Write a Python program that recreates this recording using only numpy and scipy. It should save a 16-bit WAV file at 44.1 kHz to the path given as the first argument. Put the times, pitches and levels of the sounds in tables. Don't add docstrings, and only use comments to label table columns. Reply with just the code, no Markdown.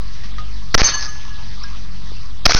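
import sys
import numpy as np
from scipy import signal
from scipy.io import wavfile

SR = 44100
rng = np.random.default_rng(int(sys.argv[2]) if len(sys.argv) > 2 else 0)


def makeup_ratio(level_db):
    decades = np.asarray(level_db, float) / 20
    return 10 ** decades


def to_wav(sig):
    pcm = np.clip(np.atleast_2d(sig), -1, 1) * 32767
    pcm = np.round(pcm).astype(np.int16)
    wavfile.write(sys.argv[1], SR, pcm.T)


N = 114219

# start_s, length_s, slap_delay_s (echo of the back bank), slap_length_s, sticking_depth
SHOTS = [
    (0.7436, .0080, .0735, .0012, 15),
    (2.4548, .0115, .0920, 0.0025, 1.04),
]
# pitch_hz, level_db (per Hz)
FAR_TONE = [(150, -38.5), (250, -13), (835, -8), (1190, -1), (1530, -12), (1660, -4), (2320, -8.5),
            (4560, -4), (7140, -13), (9280, -45), (15700, -120)]
REST, RAIL_LOW, RAIL_HIGH, SWING = -0.214, -0.52, 0.59, 0.53
HIGH_SLOW_S = 0.049


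def rms_one(x):
    return x / np.sqrt(np.mean(x ** 2) + 1e-20)


def since(s):
    t = np.arange(N) / SR - s
    return np.maximum(t, 0), t >= 0


def gate(s, length):
    return since(s)[1] & ~since(s + length)[1]


def fade(s, tau):
    t, on = since(s)
    return on * np.exp(-t / max(tau, 1e-4))


def curve(rows, outside=None):
    s, db = np.transpose(rows)
    return np.interp(np.arange(N) / SR, s, db, outside, outside)


def drift(rate_hz):
    r = np.exp(-80 * np.pi * rate_hz / SR)
    slow = signal.lfilter([1], [1, -2 * r, r * r], rng.standard_normal(N // 40 + 2002))[2000:]
    return np.interp(np.arange(N) / 40, np.arange(len(slow)), rms_one(slow))


def coloured(tone, patchy_db):
    hz, db = np.transpose(tone)
    edges = 20 * 2 ** np.arange(0, 8.7, 1 / 3)
    white = rng.standard_normal((2, N + SR))
    out = 0
    for k, (low, high) in enumerate(zip(edges, edges[1:])):
        band_pass = signal.butter(2, [low, high], "band", fs=SR, output="sos")
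        band = signal.sosfilt(band_pass, white[k % 2])[SR:]
        level_db = np.interp(np.log(low * high) / 2, np.log(hz), db, -80, -80)
        out = out + band * makeup_ratio(level_db + patchy_db * drift(9.8))
    return rms_one(out)


def ring(s, hz, t60, rise):
    t, on = since(s)
    tone = np.sin(2 * np.pi * hz * t + rng.uniform(0, 5.8))
    return on * tone * makeup_ratio(-60 * t / t60) * (1 - np.exp(-t / rise))


def muzzle_blasts():
    t = np.arange(N) / SR
    lead_s = 0.0018
    strength = 0
    for s, length, slap, slap_s, _ in SHOTS:
        strength = strength + makeup_ratio(-10) * gate(s - lead_s, lead_s) * (t - s + lead_s) / lead_s
        strength = strength + makeup_ratio(28) * gate(s, length) + makeup_ratio(3) * gate(s + slap, slap_s)
    return strength


def boom():
    t = np.arange(N) / SR
    boom_hz = 900
    band_pass = signal.butter(2, [boom_hz / 2, boom_hz * 2], "band", fs=SR, output="sos")
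    dull = rms_one(signal.sosfilt(band_pass, rng.standard_normal(N)))
    swell = sum(gate(s, length) * ((t - s) / length) ** 2 for s, length, *_ in SHOTS)
    return makeup_ratio(28) * swell * dull


def sharp_echoes():
    # start_s, level_db, decay_s, pitch_hz
    echoes = [(0.7788, -2, .0012, 5200), (0.7824, 3, .0006, 1800), (0.7925, -2.5, 0.00042, 3500),
              (0.7958, -7, 0.00073, 1600), (0.8001, -4, 0.0011, 1400), (0.804, -14, 0.0013, 4500),
              (.8065, -13.5, 0.0024, 2300), (0.8087, -11, 0.002, 3000), (.887, -13, .004, 4800),
              (.9445, -21, .001, 1000), (.9549, -15.5, 0.0016, 900), (.798, -11.5, 0.0025, 750),
              (2.494, -8, 0.0042, 700), (2.464, -6, 0.0022, 800), (2.4898, -21, .001, 4500),
              (2.4933, -1.5, 0.00045, 1500), (2.5105, -26.5, .0015, 4800), (2.5093, -3.5, .0015, 1300),
              (2.5198, -3, .001, 2200), (2.5192, 1, 0.0013, 1500), (2.5325, -4.5, .001, 2400)]
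    # start_s, level_db
    flutter = [(.9945, -20.5), (1.002, -32.5), (1.0095, -15.5), (1.0175, -26), (1.0258, -10.5),
               (1.0335, -21), (1.0412, -25), (1.049, -15), (1.057, -14), (1.065, -15)]
    grit_db = -6
    cracks, grit = 0, 0
    for s, db, tau, hz in echoes:
        cracks = cracks + makeup_ratio(db) * ring(s, hz, np.log(1000) * tau, 0.00032)
        grit = grit + makeup_ratio(db + grit_db) * fade(s, tau)
    for s, db in flutter:
        cracks = cracks + makeup_ratio(db) * ring(s, 5000 * rng.uniform(.95, 1.05), .008, .0004)
        grit = grit + makeup_ratio(db + grit_db) * fade(s, 0.00033)
    return cracks, grit


def scattered_return():
    # start_s, level_db
    first = [(.752, -33), (.776, -22), (.79, -19), (.83, -16.5), (.89, -21), (.91, -29.5), (.97, -37),
             (1.03, -28), (1.1, -41), (1.3, -47)]
    # start_s, level_db
    second = [(2.467, -6.5), (2.49, -23), (2.51, -12.5), (2.53, -27.5), (2.55, -10), (2.575, -18.5),
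              (2.59, -19.5)]
    return makeup_ratio(curve(first, -99)) + makeup_ratio(curve(second, -99))


def gunfire():
    # pitch_hz, level_db (per Hz)
    bank_tone = [(120, -44), (200, -12.5), (498, -10.5), (1380, -4.5), (1750, -6), (2430, -6.5),
                 (2950, -16), (5220, 1), (7140, -9.5), (9280, -23.5), (15700, -120)]
    cracks, grit = sharp_echoes()
    strength = muzzle_blasts() + scattered_return() + grit
    return strength * coloured(bank_tone, patchy_db=1.5) + boom() + cracks


def plate():
    # pitch_hz, level_db, t60_s
    modes = [(1680, -30, 0.92), (1706.5, -32, 0.83), (2955, -23, 0.11), (3605, -32.5, 0.046),
             (4436, -19.5, 0.28), (4657, -36, .15), (5200, -38, .12), (6240, -6, .13), (6270, -25, 0.65)]
    # start_s, level_db, tilt_db (per octave)
    arrivals = [
        (.8425, 8, 4.5),
        (.847, -6, 12),
        (.918, -17, -9),
        (.938, -8, -3.5),
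        (.956, -21, -7.5),
        (.972, -22, -9),
        (1.03, -29.5, -6),
        (1.299, -42, -16),
        (1.085, -22, -7),
    ]
    top_hz = max(hz for hz, *_ in modes)
    out = 0
    for s, db, tilt_db in arrivals:
        for hz, level_db, t60 in modes:
            level = makeup_ratio(db + level_db + tilt_db * np.log2(hz / top_hz))
            out = out + level * ring(s, hz, t60, 0.002)
    return out


def far_hits():
    # start_s, level_db, pitch_hz, t60_s, crack_db
    hits = [(0.235, -33.5, 1892, 0.064, -36), (0.3824, -25.5, 1238, 0.16, -38.5),
            (0.3823, -26, 1903, 0.031, -49.5), (1.074, -31, 1232, 0.14, -50.5),
            (1.638, -32.5, 1630, 0.22, -71.5), (1.637, -29, 1380, 0.037, -48.5),
            (1.634, -23.5, 5550, 0.031, -72), (1.636, -20.5, 5150, 0.021, -60),
            (1.748, -37, 1350, 0.026, -44), (2.118, -16, 356, 0.0084, -67.5), (2.565, -19, 1480, .2, -76)]
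    noise = coloured(FAR_TONE, patchy_db=0.0)
    out = 0
    for s, db, hz, t60, crack_db in hits:
        out = out + makeup_ratio(db) * ring(s, hz, t60, 0.0012) + makeup_ratio(crack_db) * fade(s, 0.025) * noise
    return out


def far_wash():
    # start_s, level_db
    wash = [(0.0, -43.5), (0.16, -42.5), (0.66, -45), (0.79, -46), (0.91, -28.5), (1.06, -44.5),
            (1.25, -42), (1.72, -42.5), (1.95, -44.5), (2.59, -47)]
    return makeup_ratio(curve(wash) + 1.5) * coloured(FAR_TONE, patchy_db=3.0)


def engine():
    # order, level_db
    orders = [(1, -30), (2, -40.5), (3, -44), (4, -48.5), (5, -55)]
    idle_hz = 46.78 * (1 + 0.0335 * drift(2.952))
    phase = 2 * np.pi * np.cumsum(idle_hz) / SR
    out = 0
    for k, db in orders:
        out = out + makeup_ratio(db - 1 + 2.2 * drift(5.3)) * np.sin(k * phase + rng.uniform(0, 5.44))
    return out


def rumble():
    # pitch_hz, level_db (per Hz)
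    tone = [(15, -13), (25, -23), (50, -21.5), (71, -19), (118, -26.5), (180, -28), (270, -37), (400, -58),
            (880, -85)]
    return makeup_ratio(-39) * coloured(tone, patchy_db=3.0)


def scene():
    return (gunfire() + plate() + far_hits() + far_wash() + engine() + rumble())[None]


def rails():
    blast = sum(gate(s, length) for s, length, *_ in SHOTS)
    sag = sum(fade(s + slap + slap_s, HIGH_SLOW_S) for s, _, slap, slap_s, _ in SHOTS)
    low = np.where(blast, -SWING, RAIL_LOW)
    high = SWING - (SWING - RAIL_HIGH) * np.minimum(2.0 * sag, 1)
    return low, high


def working_point():
    bias = np.full(N, REST)
    for s, length, slap, slap_s, depth in SHOTS:
        end, back = s + length, s + slap + slap_s
        low = 0.22 - depth * fade(end, 0.0065) - 0.86 * fade(end, 0.027)
        bias += low * gate(end, back - end)
        bias += 0.82 * fade(back, 0.0075) + 0.71 * fade(back, HIGH_SLOW_S) + 0.059 * fade(back, .5)
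    return bias


def band_limit(x):
    return signal.sosfilt(signal.butter(12, 16300, fs=SR, output="sos"), x)


def record(dry):
    cutoff_hz, ceiling = 6370, 0.8
    low, high = rails()
    railed = np.clip(dry + working_point(), low, high) + makeup_ratio(-27.5) * np.tanh(dry) - REST
    top_cut = signal.cheby2(10, 70, cutoff_hz * 1.291, fs=SR, output="sos")
    cut = signal.sosfilt(top_cut, railed)
    high_pass = signal.butter(4, 8000, "high", fs=SR, output="sos")
    leak = signal.sosfilt(high_pass, railed * (low < RAIL_LOW))
    mix = np.clip(REST + cut, -ceiling, ceiling) + makeup_ratio(-27) * leak
    return band_limit(mix)


dry = scene()
out = record(dry)
to_wav(out)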